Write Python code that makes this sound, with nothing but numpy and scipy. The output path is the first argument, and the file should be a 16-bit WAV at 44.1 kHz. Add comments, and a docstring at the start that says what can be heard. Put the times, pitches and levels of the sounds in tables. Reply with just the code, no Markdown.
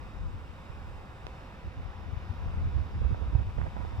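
"""A garden heard through a hand-held camera. From the start, distant tyres and engines merge into a steady
wash under a faint high hiss, and turbulent wind presses on the two microphone ports. At 1.3 s the grip
shifts and one sharp click rings the case. From 2 s the wind buffets the left port, then, harder, the
right. In the last second skin scuffs softly on the case, and between scuffs the right side is briefly
muffled."""
import sys
import numpy as np
from scipy import signal
from scipy.fft import rfft, irfft, next_fast_len
from scipy.io import wavfile
from scipy.ndimage import uniform_filter1d, map_coordinates

SR = 44100
rng = np.random.default_rng(int(sys.argv[2]) if len(sys.argv) > 2 else 0)


def inscribe(sig):
    """Save sig as 16-bit PCM at rate SR to the path in sys.argv[1].

    A 1-D sig is mono; a 2-D sig holds one channel per row.
    Samples are clipped to [-1, 1] before scaling.
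    """
    pcm = np.round(np.clip(np.atleast_2d(sig).T, -1, 1) * 32767)
    wavfile.write(sys.argv[1], SR, pcm.astype(np.int16))


N = 176400


def amp(db):
    """Decibels as an amplitude ratio."""
    return 10 ** (np.asarray(db) / 20)


def unit(x):
    """Normalisation to rms 1."""
    return x / np.sqrt(np.mean(x ** 2) + 1e-20)


def along(points, hz):
    """Interpolation of (Hz, value) points on a logarithmic frequency axis."""
    f, v = np.transpose(points)
    return np.interp(np.log(hz + 1), np.log(f + 1), v)


def seconds():
    """The time of each sample."""
    return np.arange(N) / SR


def curve(rows):
    """Linear interpolation of (seconds, value) points."""
    return np.interp(seconds(), *np.transpose(rows))


def wobble(per_s):
    """Smooth random modulation: a spline through per_s random values a second."""
    return map_coordinates(rng.standard_normal(400), [seconds() * per_s], mode="mirror")


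def filtered(x, response):
    """Linear filtering: the spectrum of x is multiplied by a frequency response."""
    size = next_fast_len(N + SR // 2)
    return irfft(rfft(x, size) * response(np.fft.rfftfreq(size, 1 / SR)), size)[..., :N]


def coloured(x, spectrum):
    """Spectral shaping by (Hz, relative dB) points, at rms 1."""
    return unit(filtered(x, lambda hz: amp(along(spectrum, hz))))


def evened(x, window_s):
    """Division by the running rms flattens the chance swells of a noise."""
    power = np.abs(uniform_filter1d(x * x, max(int(window_s * SR), 8)))
    return unit(x / np.sqrt(power + 0.065))


def traffic(patchy_db=1.0, drift_db=0.73):
    """Incoherent summation: far tyres and engines merge into a wash, partly coherent between the ports."""
    # Each row: frequency in Hz, relative spectral density in dB.
    left_spectrum = [(20, 4.5), (57, 18), (110, 10), (205, 2), (250, 1.5), (400, -3.5), (520, -2),
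                     (640, -1.5), (850, -3), (980, -1.5), (1200, -4), (2100, -11.5), (2500, -9),
                     (3300, -16), (3700, -15.5), (4200, -21.5), (5100, -20.5), (6300, -27.5), (8000, -33.5),
                     (11400, -43), (13000, -38), (15500, -45)]
    right_spectrum = [(20, 8.5), (57, 17), (110, 11), (205, 3.5), (250, 2.5), (400, -2), (520, -2),
                      (640, -5), (810, 0.5), (980, -0.5), (1350, -2.5), (2100, -10), (2800, -12.5),
                      (3200, -21.5), (3700, -15.5), (4200, -25.5), (5400, -23.5), (6600, -38.5),
                      (7400, -32.5), (11400, -41.5), (12600, -36), (15500, -42.5)]
    # Each row: frequency in Hz, coherence of the two ports from 0 to 1.
    coherence = [(60, 0.77), (240, 1), (600, 0.55), (950, 0.59), (1600, 1), (2400, 0.91), (2900, 0.55),
                 (3100, .1), (3600, 0.7), (4300, 0.42), (5400, .55), (6300, 0.2), (7300, 0.39),
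                 (9700, 0.41), (12000, .05)]
    # Each row: frequency in Hz, phase lead of the left port in radians.
    phase_lead = [(20, -0.05), (750, -0.5), (1500, 1.63), (2900, 1.48), (3300, -0.6), (4050, 1.67),
                  (4700, 0), (6200, -0.4), (6800, -0.9), (8000, -3), (10000, 0.7)]
    # The slow rise. Each row: time in seconds, level in dB.
    rise = [(0, -44.5), (1.5, -43.5), (2.8, -43), (4, -42.5)]
    # Gains in dB added to that level, left then right.
    port_db = [-2.5, -1.07]
    cells = signal.stft(rng.standard_normal((2, N)), nperseg=1024)[2]
    patches = uniform_filter1d(rng.standard_normal(cells.shape[1:]), size=5, axis=0)  # across frequency
    patches = unit(uniform_filter1d(patches, size=14, axis=1))  # across time
    pair = signal.istft(cells * amp(patchy_db * patches), nperseg=1024)[1][:, :N]
    angle = lambda hz: np.arccos(np.clip(along(coherence, hz), -1, 1)) / 2
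    mid, side = filtered(pair, lambda hz: np.array([np.cos(angle(hz)), np.sin(angle(hz))]))
    left = filtered(mid + side, lambda hz: np.exp(1j * along(phase_lead, hz)))
    ports = np.array([coloured(left, left_spectrum), coloured(mid - side, right_spectrum)])
    return ports * amp(port_db)[:, None] * amp(curve(rise) + drift_db * wobble(per_s=4.29))


def drones():
    """Narrow-band noise has a vague pitch: the fuzzy tones of far engines and tyres, alike at both ports."""
    # Each row: centre in Hz, level at mid-scene in dB, bandwidth in Hz, swell in dB per second.
    bands = [(202.4, -62.5, 20, 2), (521.5, -65.5, 49, -0.9), (765, -67.5, 106, 0.9), (967, -66.5, 64, 3.5),
             (2540, -79.5, 11, 0.7)]
    from_middle = seconds() - N / SR / 2
    tones = np.zeros(N)
    for hz, db, width, swell in bands:
        band = filtered(rng.standard_normal(N), lambda f: np.exp(-2 * ((f - hz) / width) ** 2))
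        tones += amp(db + swell * from_middle) * unit(band)
    return tones


def hiss():
    """Uncorrelated noise at the two ports makes a faint, diffuse high hiss that fades and returns."""
    # Each row: frequency in Hz, relative spectral density in dB.
    spectrum = [(2000, -31), (6000, -8), (7500, 2.5), (9000, -4), (11400, -12.5), (15500, -10)]
    # Each row: time in seconds, level in dB.
    levels = [(0, -78.5), (1.3, -77), (2, -90), (3, -90.5), (3.5, -80), (4, -78.5)]
    return np.array([coloured(rng.standard_normal(N), spectrum) for side in range(2)]) * amp(curve(levels))


def buffeting(port, spectrum, lump_db=1, lumps_per_s=35):
    """Turbulent pressure at one port: breeze and puffs add in power, and single eddies push and pull."""
    # Each row: time in seconds, left and right levels in dB.
    breeze = [(0, -54, -57), (1.1, -54, -60), (1.6, -57, -62), (2.1, -41, -51), (2.35, -43.5, -49),
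              (2.9, -39.5, -39), (3.4, -42.5, -43.5), (4, -42, -47.5)]
    # Each row: centre in seconds, left and right levels in dB, half length in seconds.
    puffs = [(0.033, -42, -65, 0.035), (0.163, -33.5, -52, 0.0087), (0.222, -31, -40, 0.017),
             (0.269, -30, -35.5, 0.018), (0.356, -34.5, -40, 0.015), (0.423, -55, -41, 0.023),
             (0.503, -37, -48, 0.009), (0.87, -45, -42, 0.092), (1.67, -37.5, -32, 0.014),
             (1.791, -39.5, -33.5, 0.014), (1.866, -32.5, -55, 0.02), (2.09, -37, -48.5, 0.05),
             (2.467, -30, -35.5, 0.038), (2.595, -27.5, -32.5, 0.031), (2.663, -29.5, -27, 0.018),
             (2.784, -35, -23.5, 0.029), (2.97, -32, -27.5, 0.016), (3.02, -31, -23, 0.0094),
             (3.052, -34.5, -21.5, 0.0092), (3.115, -29, -21.5, 0.012), (3.237, -48, -28, 0.028),
             (3.291, -30.5, -32, 0.01), (3.348, -30.5, -19.5, 0.01), (3.403, -31.5, -20, 0.011),
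             (3.471, -30, -29.5, 0.019), (3.602, -38, -24.5, 0.025), (3.666, -44, -33, 0.012),
             (3.837, -50, -32, 0.038), (3.944, -47, -33, 0.019), (4.0, -27, -35, 0.0055)]
    # Each row: centre in seconds, left and right envelope peaks in dB, frequency in Hz, width in seconds.
    eddies = [(0.703, -60, -28.5, 90, 0.0048), (1.254, -31, -60, 55.5, 0.009),
              (2.135, -21.5, -53, 80, 0.0034), (2.174, -22, -58, 77, 0.0034), (2.306, -20, -34, 82, 0.0065),
              (2.672, -24, -28, 80, 0.005), (2.768, -34, -22, 72, 0.0067), (3.062, -36, -18, 61.4, 0.0091),
              (3.355, -22.5, -10.5, 85.6, 0.0058), (3.993, -22.5, -34.5, 96, 0.0069)]
    t, thumps = seconds(), np.zeros(N)
    power = amp(curve([(s, db[port]) for s, *db in breeze])) ** 2
    for s, *db, half in puffs:
        power += (amp(db[port]) * np.exp(-((t - s) / half / 2) ** 2)) ** 2
    for s, *db, hz, width in eddies:
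        envelope = amp(db[port]) * np.exp(-.5 * ((t - s) / width) ** 2)
        thumps -= envelope * np.sin(2 * np.pi * hz * (t - s))
    rumble = evened(coloured(rng.standard_normal(N), spectrum), window_s=0.04)
    lumpy_rumble = unit(rumble * amp(lump_db * wobble(lumps_per_s)))
    return lumpy_rumble * np.sqrt(power) + thumps


def wind():
    """Turbulence is local, so each port has its own independent rumble."""
    # Each row: frequency in Hz, relative spectral density in dB.
    left_spectrum = [(15, -30.5), (30, 2), (45, -2.5), (62, -0.5), (88, 4), (125, -13), (170, -15),
                     (280, -30.5), (500, -34.5), (1000, -66.5), (3000, -88)]
    right_spectrum = [(15, -28), (30, -8.5), (45, 0.5), (62, 6), (95, 0.5), (125, -8), (170, -16.5),
                      (280, -25), (450, -33.5), (700, -45), (1000, -67), (3000, -90.5)]
    return np.array([buffeting(0, left_spectrum), buffeting(1, right_spectrum)])


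def ticks(events, spectrum, size=2048):
    """A minimum-phase pulse, its energy packed at the onset, for each (seconds, peak dB) event."""
    cepstrum = irfft(np.log(amp(along(spectrum, np.fft.rfftfreq(size, 1 / SR)))))
    tick = irfft(np.exp(rfft(2 * cepstrum[:size // 2], size) - cepstrum[0]))
    out = np.zeros(N)
    for s, db in events:
        out[round(s * SR):][:size] += amp(db) * tick / np.abs(tick).max()
    return out


def click():
    """Impulse excitation: a sharp tick sets the damped modes of the case ringing for a few cycles."""
    # Each row: start in seconds, peak of the tick in dB.
    impulses = [(1.2679, -27.5)]
    # Each row: frequency in Hz, relative level of the tick in dB.
    spectrum = [(100, -6), (400, 5), (800, 11.5), (1300, -5), (2200, -3), (3300, -4.5), (5000, -10),
                (7000, -22), (10000, -19), (12000, -32), (15000, -26)]
    # Each row: frequency in Hz, level relative to the tick in dB, time to decay by 60 dB in seconds.
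    case_modes = [(480, -0.5, 0.0065), (1140, 4, 0.0025), (2600, -3.5, 0.0016)]
    out = ticks(impulses, spectrum)
    for s, db in impulses:
        age = np.maximum(seconds() - s, 0)
        for hz, ring_db, t60 in case_modes:
            out += amp(db + ring_db - 60 * age / t60) * np.sin(2 * np.pi * hz * age)
    return out


def scuffs():
    """Friction of skin on the case: each scuff is a burst of noise and one slip, both low-passed."""
    # Each row: centre in seconds, rubbing level in dB, length in seconds, cutoff in Hz, slip peak in dB.
    # Both levels apply ahead of the low-pass.
    contacts = [(3.017, -33, .005, 600, -35), (3.051, -30, 0.0056, 700, -39),
                (3.146, -41, 0.0048, 800, -18), (3.179, -36, 0.01, 520, -39.5),
                (3.223, -36, 0.022, 600, -46), (3.352, -29, .008, 397, -31),
                (3.384, -36.5, 0.0035, 550, -28), (3.402, -35.5, 0.0092, 520, -35),
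                (3.487, -45.5, 0.014, 900, -47), (3.586, -33, .007, 1100, -28),
                (3.6155, -37, 0.0039, 2500, -21), (3.654, -39.5, 0.016, 650, -47),
                (3.668, -32, .007, 860, -29), (3.767, -39.5, .004, 1200, -22), (3.773, -39, .012, 900, -48),
                (3.819, -40.5, 0.02, 940, -32), (3.85, -44.5, 0.0034, 1090, -19.5),
                (3.925, -38, 0.005, 600, -36)]
    # Each row: frequency in Hz, relative spectral density in dB.
    spectrum = [(60, -9), (150, 12), (250, 3), (500, 8), (800, 7), (1100, -2), (1500, 1), (2100, -4),
                (3000, -19), (6000, -24), (15000, -39)]
    t, out = seconds(), np.zeros(N)
    friction = evened(coloured(rng.standard_normal(N), spectrum), window_s=0.0037)
    for s, db, length, cutoff_hz, slip_db in contacts:
        rub = amp(db) * np.exp(-2 * ((t - s) / length) ** 2) * friction
        slip = ticks([(s, slip_db)], spectrum)
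        low_pass = signal.butter(2, cutoff_hz, fs=SR, output="sos")
        out += signal.sosfilt(low_pass, rub + slip + 1e-12)
    return out


def handling(left_db=-7.5, left_phase_rad=2.4):
    """Structure-borne sound: click and scuffs cross the case to the left port weaker and nearly inverted."""
    right = click() + scuffs()
    left = amp(left_db) * filtered(right, lambda hz: np.exp(1j * left_phase_rad))
    return np.array([left, right])


def muffled(pair, edge_s=0.0031):
    """Frequency-dependent attenuation: the right side dips briefly, most in the bass and midrange."""
    # Each row: start in seconds, end in seconds, gain of the affected part in dB.
    dips = [(3.432, 3.488, -5), (3.516, 3.569, -6), (3.696, 3.756, -3.5)]
    # Each row: frequency in Hz, share of the amplitude affected from 0 to 1.
    share = [(100, 0.85), (1800, 1), (3000, 0.12), (5000, 0.43)]
    t = seconds()
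    left, right = pair
    dip_db = sum(db * np.clip(np.minimum(t - start, end - t) / edge_s + .5, 0, 1) for start, end, db in dips)
    affected = filtered(right, lambda hz: np.clip(along(share, hz), 0, 1))
    return np.array([left, right + (amp(dip_db) - 1) * affected])


def scene():
    """Superposition of traffic, wind, hiss and handling at the two ports."""
    return muffled(traffic() + drones() + wind()) + hiss() + handling()


def record(dry):
    """Band limiting: the camera keeps nothing above its cutoff."""
    cutoff_hz = 15700
    return filtered(dry, lambda hz: hz < cutoff_hz)


dry = scene()
out = record(dry)
inscribe(out)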